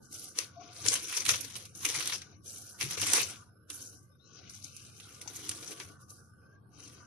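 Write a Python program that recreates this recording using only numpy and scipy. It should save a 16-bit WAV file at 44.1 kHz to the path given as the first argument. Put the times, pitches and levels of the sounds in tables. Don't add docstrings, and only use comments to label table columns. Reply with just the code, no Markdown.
import sys
import numpy as np
from scipy import signal
from scipy.fft import rfft, irfft, next_fast_len
from scipy.io import wavfile
from scipy.ndimage import uniform_filter1d

SR = 44100
rng = np.random.default_rng(int(sys.argv[2]) if len(sys.argv) > 2 else 0)


def file_out(sig):
    cols = np.atleast_2d(sig).T
    lim = np.clip(cols, -1, 1)
    pcm = np.round(lim * 32767).astype(np.int16)
    wavfile.write(sys.argv[1], SR, pcm)


def makeup_ratio(level_db):
    decades = np.asarray(level_db, float) / 20
    return 10 ** decades


N = 311346

# [f/Hz, level/dB per Hz]
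DRONE_SPECTRUM = [(18, -66), (30, -22), (64, -18), (97, 4), (169, -7), (199, -4), (283, -22.5),
                  (397, -31.5), (487, -21), (532, -29), (768, -26.5), (1000, -17), (1300, -56),
                  (2200, -120)]
# [t/s, level/dB]
DRONE_LEVEL = [(0.0, -45.5), (0.06, -59.5), (0.79, -60), (0.88, -50.5), (1.14, -66.5), (1.32, -48),
               (1.4, -57), (1.97, -56), (2.77, -61), (2.85, -45.5), (2.95, -56.5), (3.01, -47),
               (3.6, -64.5), (3.95, -58), (4.13, -63.5), (4.42, -57), (6.63, -59.5), (7.06, -58)]
# [f/Hz, correlation/1]
LIKENESS = [(33, 1), (60, 1), (240, 0.65), (940, -3), (3720, 0.57), (14700, -0.01)]
# [f/Hz, width/Hz, level/dB, left-right/dB]
SHREDS = [(993, 140, -83.5, 3), (1850, 190, -86.5, 0.5), (1181, 100, -80.5, 23), (1453, 200, -70, -6),
          (5270, 65, -92.5, 18), (11200, 430, -91, -9), (10300, 190, -89.5, 10.5), (2920, 280, -94, 7),
          (3930, 270, -97, 5), (8800, 1100, -96, -8.5)]
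# [t/s, level/dB]
SHRED_LEVEL = [(0, -3.5), (.33, 2), (.4, 3), (1.5, 1.5), (1.6, -1), (1.8, -2.5), (2.25, 2.5), (2.5, -5.5),
               (2.76, 4), (2.82, 9), (3.45, 2.5), (3.56, -7), (3.75, 0), (4.1, -6), (4.25, -9.5),
               (4.4, -2.5), (4.9, -6.5), (5.2, 3), (5.9, 4.5), (6.1, 0), (6.35, -2.5), (6.7, -2.5),
               (7.06, 4.5)]

# [t/s, hold/s, level/dB, rise/s, fall/s]; rise and fall span SPAN_DB
SWEEPS = [(0.03, 0.026, -62, 0.019, .05), (0.129, 0.11, -49.5, 0.037, 0.1), (.23, 0.055, -52, .1, 0.11),
          (.75, 0.054, -57, .06, .1), (1.753, 0.1, -50.5, 0.011, 0.055), (2.459, 0.17, -51, 0.032, 0.35),
          (3.703, 0.0011, -60.5, 0.0032, 0.08), (3.73, .1, -51, .03, 0.19), (3.93, 0.014, -62, .1, 0.085),
          (6.02, 0.00083, -62, 0.052, 0.095), (6.099, 0.00081, -56, .02, 0.21)]
# [t/s, hold/s, level/dB, rise/s, fall/s]
PRESSES = [(.39, 0.0008, -36, 0.034, 0.081), (.852, 0.034, -37, 0.026, 0.06), (.81, 0.028, -48, 0.15, .05),
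           (.93, 0.011, -33.5, .05, 0.091), (1.12, 0.041, -42, 0.3, 0.16),
           (1.171, 0.0051, -33, 0.0067, 0.046), (1.29, .001, -27, 0.021, 0.099),
           (1.38, 0.21, -51.5, .05, 0.17), (1.4, 0.03, -48.5, .03, 0.077), (1.21, 0.016, -41.5, 0.012, .06),
           (.9, 0.016, -39, 0.022, .05), (1.86, 0.0012, -33, 0.045, 0.063),
           (1.889, 0.011, -36, 0.012, 0.08), (1.945, 0.048, -37.5, 0.0065, 0.084),
           (2.004, 0.036, -43, .01, 0.096), (2.075, 0.0085, -41, 0.09, 0.15),
           (2.124, .035, -42, 0.0088, 0.02), (2.81, 0.012, -38, 0.023, 0.15),
           (2.91, 0.024, -39.5, 0.023, 0.081), (2.975, 0.032, -38, 0.0067, 0.079),
           (3.018, 0.02, -32.5, 0.013, 0.076), (3.069, 0.062, -34.5, 0.0088, .08),
           (3.135, 0.039, -28, 0.029, 0.11), (3.21, 0.015, -43, 0.061, 0.077),
           (3.3, 0.00094, -45, 0.045, 0.12)]
# [t/s, hold/s, level/dB, rise/s, fall/s]
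RUBS = [(.62, 0.076, -56.5, 0.15, 0.073), (4.271, .06, -68, 0.035, .1), (4.35, 0.14, -59, 0.13, 0.055),
        (2.191, 0.16, -64.5, 0.018, 0.081), (5.92, 0.27, -83.5, 0.062, 0.083),
        (6.41, 0.14, -77.5, 0.024, 0.11), (6.74, 0.26, -67, 0.027, 0.093)]
# [t/s, hold/s, level/dB, rise/s, fall/s]
DABS = [(5.8, 0.037, -54, 0.027, 0.062), (5.3, 0.00067, -49, 0.017, 0.062), (3.7, .01, -51.5, .015, 0.028),
        (5.44, 0.049, -50, 0.45, 0.26), (5.493, 0.00082, -64, 0.0041, 0.19), (5.55, 0.1, -55, 0.054, 0.074),
        (5.72, 0.0012, -43.5, 0.13, 0.058), (5.778, 0.043, -52.5, 0.035, 0.095),
        (6.8, 0.11, -56.5, 0.079, 0.25), (5.859, 0.044, -58.5, 0.042, 0.084)]
# [t/s, hold/s, level/dB, rise/s, fall/s]
WIPES = [(4.497, 0.16, -54.5, 0.0093, 0.19), (4.72, 0.11, -62.5, .05, .07), (4.82, 0.073, -55, 0.17, 0.057),
         (4.92, .04, -62, .04, .05), (4.989, 0.18, -56, 0.092, .05)]
# [paper flex/dB, push on tray/dB, left-right/dB, bristle sheen/dB]
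TOUCH = [
    (-1.5, -12.5, 3.5, -5.5),
    (-7.5, -12.5, 2.5, -3),
    (-3, -3.5, 3.5, -4.5),
    (-1.5, -2, 4.5, -39.5),
    (-2, -18.5, 3, -6.5),
]
FLEX_LETS_GO = [
    0.093,
    1.4,
    0.06,
    0.044,
    0.083,
]

# [f/Hz, level/dB]
PAPER = [(710, -42), (1200, -2.5), (2170, -8), (2710, -14), (2980, -13), (5100, -7), (5920, -8),
         (8040, -6.5), (10100, -13), (12800, -8), (15000, -20.5)]
# [t/s, peak level/dB, flex against it/dB, left-right/dB]
CREASES = [(0.14, -20.5, -50, 1), (0.3863, 5, -25.5, 10), (0.817, -22, -35, 7.5), (0.851, -18.5, -22, 13.5),
           (0.8613, -8, -10, -1.5), (0.8833, -2, -28.5, 19.5), (0.9384, 0, -25, 1.5),
           (0.954, -16.5, -11.5, 15), (1.1246, -14.5, -10.5, -1), (1.1664, -12, -16, 6.5),
           (1.251, -11, -14.5, -2), (1.291, 0.5, -7, -1), (1.3368, -21, 2, -1), (1.4076, -13.5, -42, -12),
           (1.444, -16.5, -22, 10.5), (1.5537, -20, -10.5, 1), (1.652, -23.5, -18.5, -1.5),
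           (1.8486, -3.5, -13, 0.5), (1.8867, -6, -27, 5.5), (1.942, -18.5, -11, 2), (2.004, -17, -5, -4.5),
           (2.073, -9.5, -19, 0), (2.1216, -26.5, 5.5, 3), (2.216, -23, -10, 2.5),
           (2.809, -10.5, -10.5, 2.5), (2.9074, -17.5, -30, -9.5), (3.0157, -9, -15, -6),
           (3.066, -14, -18, -15.5), (3.1327, 1.5, -19, -18), (3.17, -22.5, -9.5, -21),
           (0.917, -11.5, -23, 7), (1.081, -23, -21.5, 14), (1.096, -24.5, -7, -2.5),
           (1.147, -10, -18.5, -3.5), (1.3, -25, -18, 1), (1.5002, -27, -11, 1), (1.5623, -19, -24, -3),
           (1.974, -21, -16, -6), (2.0557, -15, -13, -1), (2.096, -22, -2, -1), (2.825, -15.5, -16, 2),
           (2.929, -25.5, -24.5, -7.5), (3.147, -11.5, -13, -8.5), (3.191, -17, -18, -7.5),
           (3.214, -12, -20, -12)]
# [t/s, peak level/dB, flex against it/dB, left-right/dB]
MORE_CREASES = [(1.2013, -10, -19, 9), (1.75, -36, -31, 24), (2.9725, -27, -1, 5.5), (3.229, -15.5, -34, 22),
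                (3.18, -30.5, 7.5, 0), (3.7, -19, -14.5, -1), (3.817, -30, -31, 6), (4.495, -22, -40, -3),
                (4.6407, -19, -30, 7), (4.764, -25, -40, 4), (4.999, -31.5, -7.5, -7), (5.213, -22, -14, 0),
                (5.2752, -23.5, -21, 23.5), (5.3595, -19, -34, 2), (5.461, -46, 6, 7), (5.4917, -7.5, -21.5, 4),
                (5.512, -19.5, -10.5, 2), (1.2609, -11.5, -11.5, -3), (5.7989, -23.5, -5.5, 2.5),
                (6.104, -28.5, -38, 7.5)]
# [t/s, peak level/dB, left-right/dB]
SPIKES = [(0.3882, -11, -3), (0.863, -22, 6), (0.944, -12, 4), (1.1706, -19, 8), (1.1755, -19, 4),
          (1.265, -14, -2), (1.4486, -35, 9), (2.219, -32, 11), (2.9745, -33, 2), (0.8847, 0, 4),
          (1.293, -8.5, 19), (1.311, -22, 6), (1.341, -27, 5), (1.853, -8, 10), (1.89, -17, 10),
          (1.895, -19, 2), (1.901, -11, 5), (1.9445, -16, 4), (2.006, -33, -3), (2.0735, -13, -5),
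          (2.122, -23, 10), (3.016, -12, -1.5), (3.068, -26, -2), (3.134, -5, 0), (3.17, -11, -6),
          (3.231, -19, 4), (3.702, -20, -2), (4.766, -27.5, -10), (5.0015, -34, -1), (5.276, -23, 6),
          (5.4928, -9.5, 5), (5.5164, -21, 3), (5.8005, -23, 6)]
# [f/Hz, width/Hz, level/dB]
TRAY = [
    (299, 54, 0),
    (472, 130, -4),
    (742, 87, -7.5),
    (1124, 27, -15.5),
]
# [t/s, peak level/dB, f/Hz]
BUMPS = [(0.105, -53, 283), (.385, -41.5, 468), (.854, -41, 450), (.884, -42, 323), (.914, -41.5, 462),
         (1.168, -44, 460), (1.266, -46.5, 293), (1.284, -39.5, 314), (1.346, -44.5, 480),
         (1.443, -47, 466), (1.754, -55, 205), (1.896, -42, 471), (1.965, -46, 135), (2.154, -50, 366),
         (2.459, -51.5, 439), (2.817, -45.5, 501), (2.833, -41.5, 340), (2.842, -38.5, 140.7),
         (2.86, -44, 385), (2.905, -47.5, 170), (2.974, -38, 468), (2.995, -43, 105), (3.036, -39, 310),
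         (3.14, -41.5, 337), (3.178, -32, 471), (3.225, -43, 426), (5.257, -49.5, 315), (5.258, -49, 840),
         (5.275, -43, 910), (5.345, -52, 112), (5.49, -48.5, 99), (5.7, -56, 680), (5.715, -51, 375),
         (5.799, -46, 980), (5.85, -48, 99.5), (5.382, -56, 325), (5.555, -45.5, 330), (5.8, -51, 370),
         (5.898, -52.5, 292)]

# [t/s, f/Hz, level/dB]
SQUEAK = [
    (0.558, 680, -69),
    (0.573, 689, -49.5),
    (0.615, 715, -50.5),
    (0.635, 700, -64.5),
    (0.712, 708, -59),
    (0.762, 757, -80),
    (0.792, 684, -54),
    (0.83, 695, -101),
]
# [t/s, f/Hz, level/dB]
SWISH = [
    (4.12, 3590, -82.5),
    (4.16, 3670, -82.5),
    (4.185, 3620, -95),
    (4.2, 3670, -70.5),
    (4.225, 3920, -69),
    (4.265, 4150, -69.5),
    (4.3, 4250, -84),
]
# [t/s, f/Hz, level/dB]
WHINE = [
    (6.3, 1496, -88),
    (6.38, 1500, -70.5),
    (6.55, 1596, -68),
    (6.68, 1607, -81.5),
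    (6.74, 1616, -92),
]

# [f/Hz, level/dB]
GATE = [(100, -125), (600, -102), (950, -88), (1300, -108), (1950, -88), (2900, -104), (3450, -82),
        (4000, -104), (6000, -102), (9000, -93), (12000, -99.5), (15000, -86.5)]
# [f/Hz, width/Hz, threshold slope/dB per dB]
WEAK_BANDS = [(710, 150, 2.5), (980, 59, 8.5), (1995, 520, 4.0), (3380, 340, 2)]
# [t/s, length/s, lower f/Hz, upper f/Hz]
DROPOUT = [(1.135, .055, 0, 330), (1.135, .06, 600, 850), (1.055, .045, 650, 950), (1.67, .055, 600, 1050),
           (.1, .24, 900, 1080), (2.46, .26, 880, 1060), (.55, .11, 860, 980), (6.73, .135, 3300, 3700),
           (6.93, .13, 3300, 3700), (3.005, .025, 250, 900), (0, .11, 1750, 2900), (.11, .2, 1650, 1950),
           (4.62, .13, 1600, 2050), (3.8, .1, 1750, 2150), (5.1, .13, 880, 1020), (.6, .08, 7000, 8800),
           (2.55, .2, 1800, 2100), (6.08, .16, 2000, 2350), (4.2, .08, 4400, 5000)]
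# [lower f/Hz, upper f/Hz]
MURK_HZ = (1750, 5600)
# [f/Hz, width/Hz, level/dB, roll-off f/Hz]
PORTS = [
    (6027, 775, 12, 8280),
    (9980, 1430, 14.5, 22000),
]

SPAN_DB = 20
PATCHY_DB, SHEEN_HZ, LARGE_HZ = 3.6, 7000, 2500
SNAP_T60_S, SNAP_SHORTENS = 0.05, 0.53
BUMP_CYCLES, BUMP_RISE_CYCLES = 20, 1.6
THUD_LAG = 14
ROOM_T60_S, ROOM_DB, WALL_CUT_HZ = 0.22, -21, 45000


def rms_one(x):
    return x / np.sqrt(np.mean(x ** 2) + 1e-20)


def in_time(rows):
    s, *columns = np.transpose(rows)
    return [np.interp(np.arange(N) / SR, s, c) for c in columns]


def at_hz(points, hz):
    point_hz, level = np.array(points).T
    return np.interp(np.log(hz), np.log(point_hz), level)


def held(x):
    return np.repeat(x, 16)[:N]


def drift(rate, size=1):
    r = np.exp(-80 * np.pi * rate / SR)
    slow = signal.lfilter([1], [1, -2 * r, r * r], rng.standard_normal(N // 40 + 2002))[2000:]
    return np.interp(np.arange(0, N, size) / 40, np.arange(len(slow)), rms_one(slow))


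def resonance(x, hz, width_hz):
    r = np.exp(-np.pi * width_hz / SR)
    zeros = [(1 - r * r) / 2, 0, (r * r - 1) / 2]
    return signal.lfilter(zeros, [1, -2 * r * np.cos(2 * np.pi * hz / SR), r * r], x + 1e-18)


def butter(x, order, hz, kind="low", rate=SR):
    return signal.sosfilt(signal.butter(order, hz, kind, fs=rate, output="sos"), x)


def sides(pan_db):
    return makeup_ratio(np.array([pan_db / 2, -pan_db / 2]))


def drone():
    rate = SR / 10
    edges = 30 * 2 ** np.arange(0, 5.2, .3)
    white = rng.standard_normal((2, 2, len(range(0, N, 10))))
    out = 0
    for k, (low, high) in enumerate(zip(edges, edges[1:])):
        mid, side = butter(white[k % 2], 2, [low, high], "band", rate)
        hz = np.sqrt(low * high)
        alike = np.clip(at_hz(LIKENESS, hz), -1, 1)
        flicker_db = 3 * drift(4, size=10) * np.clip(hz / 600, .35, 1)
        pair = np.sqrt(1 + alike) * mid + np.sqrt(1 - alike) * side * [[1], [-1]]
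        out = out + makeup_ratio(at_hz(DRONE_SPECTRUM, hz) + flicker_db) * pair
    out = butter(rms_one(out), 8, 900, rate=rate)
    return signal.resample_poly(out, 10, 1, axis=1)[:, :N] * makeup_ratio(in_time(DRONE_LEVEL)[0] - 0.5)


def shreds():
    pair, let_db = rng.standard_normal((2, N)), in_time(SHRED_LEVEL)[0]
    out = 0
    for hz, width, db, pan in SHREDS:
        r = np.exp(-np.pi * width / SR)
        slow = signal.lfilter([1], [1, -2 * r, r * r], pair)
        wander_hz = 30 * held(drift(2.5, size=16))
        turn = 2 * np.pi / SR * np.cumsum(hz + wander_hz)
        shred = rms_one(slow[0] * np.cos(turn) + slow[1] * np.sin(turn))
        level_db = db + 3 * drift(5, size=16) + let_db[::16] * (hz < 2000)
        out = out + held(makeup_ratio(level_db)) * shred * sides(pan)[:, None]
    return out


def kitchen():
    return drone() + shreds()


def contact():
    t = np.arange(0, N / SR + .002, .001)
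    power = np.full((len(TOUCH), len(t)), 1e-12)
    flexing = np.full(len(t), 1e-14)
    for kind, rows in enumerate((PRESSES, SWEEPS, DABS, RUBS, WIPES)):
        for s, hold, db, rise, fall in rows:
            before = np.maximum((s - t) / rise, 0)
            after = np.maximum((t - s - hold) / fall, 0)
            stroke = makeup_ratio(db - SPAN_DB * (before + after)) ** 2
            power[kind] += stroke
            flexing += stroke * makeup_ratio(TOUCH[kind][0] - SPAN_DB * after * FLEX_LETS_GO[kind]) ** 2
    total = power.sum(axis=0)
    colour = (power / total).T @ np.array(TOUCH)[:, 1:]
    rustle_db, flex_db = 10 * np.log10(total), 10 * np.log10(flexing / total)
    return in_time(np.column_stack([t, rustle_db, flex_db, colour]))


def bristle_friction(rustle_db, press, pan_db):
    clumps = makeup_ratio(press * (1.1 * drift(22) + 1.5 * drift(80)))
    slips = rng.random(N) < 5000 / SR
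    sizes = makeup_ratio(2.5 * press * np.minimum(rng.exponential(1, N), 5)) * slips
    crackle = sizes * rng.choice([-1, 1], N)
    grains = rms_one(makeup_ratio(-3 * press) * (crackle + .5 * rng.standard_normal(N)))
    return clumps * grains * makeup_ratio(rustle_db + 17.0) * sides(np.clip(pan_db, -9, 9))


def sheet(stiff, flex, sheen_db, bend, cycles):
    dealt = rng.integers(0, 18, (2, N))
    dealt[1] = np.where(rng.random(N) < .3, dealt[0], dealt[1])
    out = 0
    for k, hz in enumerate(np.geomspace(2100, 13500, 18)):
        share = np.clip(np.log2(hz / 3300) / .5, 0, 1)
        patchy_db = PATCHY_DB * drift(27 if k % 2 else 10.5, size=16)
        touch = held(makeup_ratio(patchy_db + sheen_db[::16] * (hz > SHEEN_HZ)))
        if hz < LARGE_HZ:
            touch = touch * bend
        clicks = (share * stiff + (1 - share) * flex) * (dealt == k) * touch
        ring = resonance(resonance(clicks, hz, 1.64 * hz / cycles), hz, hz / 2.0)
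        out = out + makeup_ratio(at_hz(PAPER, hz)) * ring
    top = signal.sosfiltfilt(signal.butter(6, SHEEN_HZ, "high", fs=SR, output="sos"), out)
    return out - top * (1 - makeup_ratio(np.clip(sheen_db + 23, -40, 0)))


def thuds():
    out = np.zeros(N + SR)
    for s, db, hz in BUMPS:
        turns = hz * np.arange(round(BUMP_CYCLES / hz * SR)) / SR
        envelope = np.minimum(turns / BUMP_RISE_CYCLES, 1) * makeup_ratio(db - 60 * turns / BUMP_CYCLES)
        start = round(s * SR)
        out[start:start + len(turns)] += envelope * np.sin(2 * np.pi * turns)
    return makeup_ratio(5.0) * np.array([out[:N], 0.86 * np.roll(out, THUD_LAG)[:N]])


def tray(push_db, knocks):
    shared = rng.standard_normal(N) + .65 * rng.standard_normal((2, N))
    rest = makeup_ratio(-71.5 + 19.5)
    shake = shared * (makeup_ratio(push_db + 15) + rest + knocks)
    out = 0
    for k, (hz, width, db) in enumerate(TRAY):
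        caught = held(makeup_ratio(2.2 * drift(14, size=16)))
        out = out + (-1) ** k * makeup_ratio(db) * resonance(shake * caught, hz, width)
    return (butter(out, 2, 1300) + thuds()) * sides(2.5)[:, None]


def bursts(s, level_db, pan_db, t60s):
    out = np.zeros((2, N))
    for start, db, pan, t60 in zip(s, level_db, pan_db, t60s):
        at = round(start * SR)
        t = np.arange(min(round(0.5 * t60 * SR), N - at)) / SR
        decay = makeup_ratio(-60 * t / 0.0016) + 0.5 * makeup_ratio(-60 * t / t60)
        shape = np.minimum(t / 0.0013, 1) * decay
        out[:, at:at + len(t)] += makeup_ratio(db) * sides(pan)[:, None] * shape
    return out


def ticks(s, peak_db, pan_db):
    out = np.zeros((2, N))
    at = np.round((s + 0.00043) * SR).astype(int)
    out[:, at] = makeup_ratio(peak_db) * sides(pan_db) * rng.choice([-1, 1], (len(at), 2)).T
    return butter(out + 1e-18, 2, [2300, 9000], "band")


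def paper():
    rustle_db, flex_db, push_db, pan_db, sheen_db = contact()
    press = np.clip((rustle_db + 75.0) / 22, .15, 1)
    stroke = bristle_friction(rustle_db, press, pan_db)

    s, peak_db, snap_flex_db, snap_pan_db = np.transpose(CREASES + MORE_CREASES)
    t60 = np.clip(SNAP_T60_S * makeup_ratio(-SNAP_SHORTENS * (peak_db + 11.5)), .006, .07)
    cracks = rng.standard_normal(N)
    stiff = stroke + cracks * bursts(s, peak_db + 3.0, snap_pan_db, t60)
    snap_flex = cracks * bursts(s, peak_db + snap_flex_db + 25.5, snap_pan_db, t60)
    flex = stroke * makeup_ratio(flex_db + 10.0) + snap_flex

    signs = np.where(rng.random((2, N)) < .25, -1, 1)
    broad = butter(flex * press ** 1.23 * signs, 2, [900, 2100], "band")
    bend = makeup_ratio(np.minimum(0.99 * flex_db, 0))
    rustle = butter(sheet(stiff, flex, sheen_db + 3.0, bend, cycles=6.53), 6, 2000, "high")
    tick_db = peak_db - 13.5 - 20 * np.log10(t60 / 0.0037)
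    rustle = rustle + makeup_ratio(-23.5) * broad + ticks(s, tick_db, snap_pan_db)
    rustle = rustle + makeup_ratio(2.5) * ticks(*np.transpose(SPIKES))

    knocks = bursts(s, peak_db - 35.5, 0 * s, t60)
    return rustle + tray(rustle_db + push_db, knocks)


def walls(x):
    size = next_fast_len(N + SR)
    w = 2 * np.pi * np.arange(size // 2 + 1) / size
    loss = (1 + (w * SR / (2 * np.pi * WALL_CUT_HZ)) ** 2) ** 0.042
    loops = np.zeros((2, len(w)), complex)
    for k, lag in enumerate(rng.uniform(.005, 0.022, 12) * SR):
        turn = makeup_ratio(-60 * lag / SR / ROOM_T60_S) / loss * np.exp(-1j * w * lag)
        loops[k % 2] += (-1) ** (k // 2) * turn / (1 - turn)
    return irfft(rfft(x, size) * loops, size)[:, :N]


def squeak(rows, wander, wander_hz, pan_db):
    hz, level_db = in_time(rows)
    t = np.arange(N) / SR
    on = (t > rows[0][0]) & (t < rows[-1][0])
    turn = 2 * np.pi * np.cumsum(hz) / SR + wander * drift(wander_hz)
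    envelope = held(makeup_ratio(level_db[::16] + 2 * drift(36.3, size=16)))
    return on * np.sqrt(2) * envelope * np.sin(turn) * sides(pan_db)[:, None]


def smooth(x, bands, frames):
    return uniform_filter1d(uniform_filter1d(x, size=bands, axis=1), size=frames, axis=2)


def suppress(x):
    hz, s, bins = signal.stft(x, SR, nperseg=1024)
    power = smooth(np.abs(bins) ** 2, 3, 3)
    level_db = 10 * np.log10(power + 1e-20)
    ragged = rms_one(smooth(rng.standard_normal(power.shape), 4, 13))

    weak = sum(slope * np.exp(-((hz - mid_hz) / width) ** 2) for mid_hz, width, slope in WEAK_BANDS)
    strict_db = -np.interp(s, *np.transpose(SHRED_LEVEL))
    gate_db = at_hz(GATE, hz + 1)[:, None] + np.outer(weak, strict_db)
    mask_db = level_db.max(axis=1, keepdims=True) - 26.5
    bar_db = np.maximum(gate_db, mask_db) + 9.4 * ragged
    keep = np.clip((level_db - bar_db) / 2.6, 0, 1)

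    murk = makeup_ratio(-117 + 8.0 * ragged[0, ::-1]) * np.exp(2j * np.pi * rng.random(power.shape))
    murk = murk * ((hz > MURK_HZ[0]) & (hz < MURK_HZ[1]))[:, None]

    shut = 0
    for start, length, low_hz, high_hz in DROPOUT:
        shut = shut + np.outer((hz >= low_hz) & (hz < high_hz), (s >= start) & (s < start + length))
    edge_hz = 13900 + 750 * np.repeat(rng.standard_normal(len(s)), 4)[:len(s)]
    passed = np.where(shut > 0, .015, 1) * (hz[:, None] < edge_hz)
    return signal.istft((bins * keep + murk) * passed, SR, nperseg=1024)[1][:, :N]


def scene():
    near = paper()
    tones = squeak(SQUEAK, 0.56, wander_hz=35, pan_db=6.5)
    tones = tones + squeak(SWISH, 1.5, wander_hz=100, pan_db=9.0)
    tones = tones + squeak(WHINE, .8, wander_hz=30, pan_db=0.0)
    return near + makeup_ratio(ROOM_DB) * walls(near) + tones + kitchen()


def roll_off(x):
    return signal.sosfilt(signal.butter(12, 15300, fs=SR, output="sos"), x)


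def record(dry):
    out = np.zeros_like(dry)
    for k, (hz, width, db, roll_hz) in enumerate(PORTS):
        lifted = dry[k] + (makeup_ratio(db) - 1) * resonance(dry[k], hz, width)
        out[k] = butter(lifted, 4, roll_hz)
    out = signal.sosfilt(signal.cheby2(6, 30, 15400, fs=SR, output="sos"), out)
    return roll_off(suppress(np.tanh(out)))


dry = scene()
out = record(dry)
file_out(out)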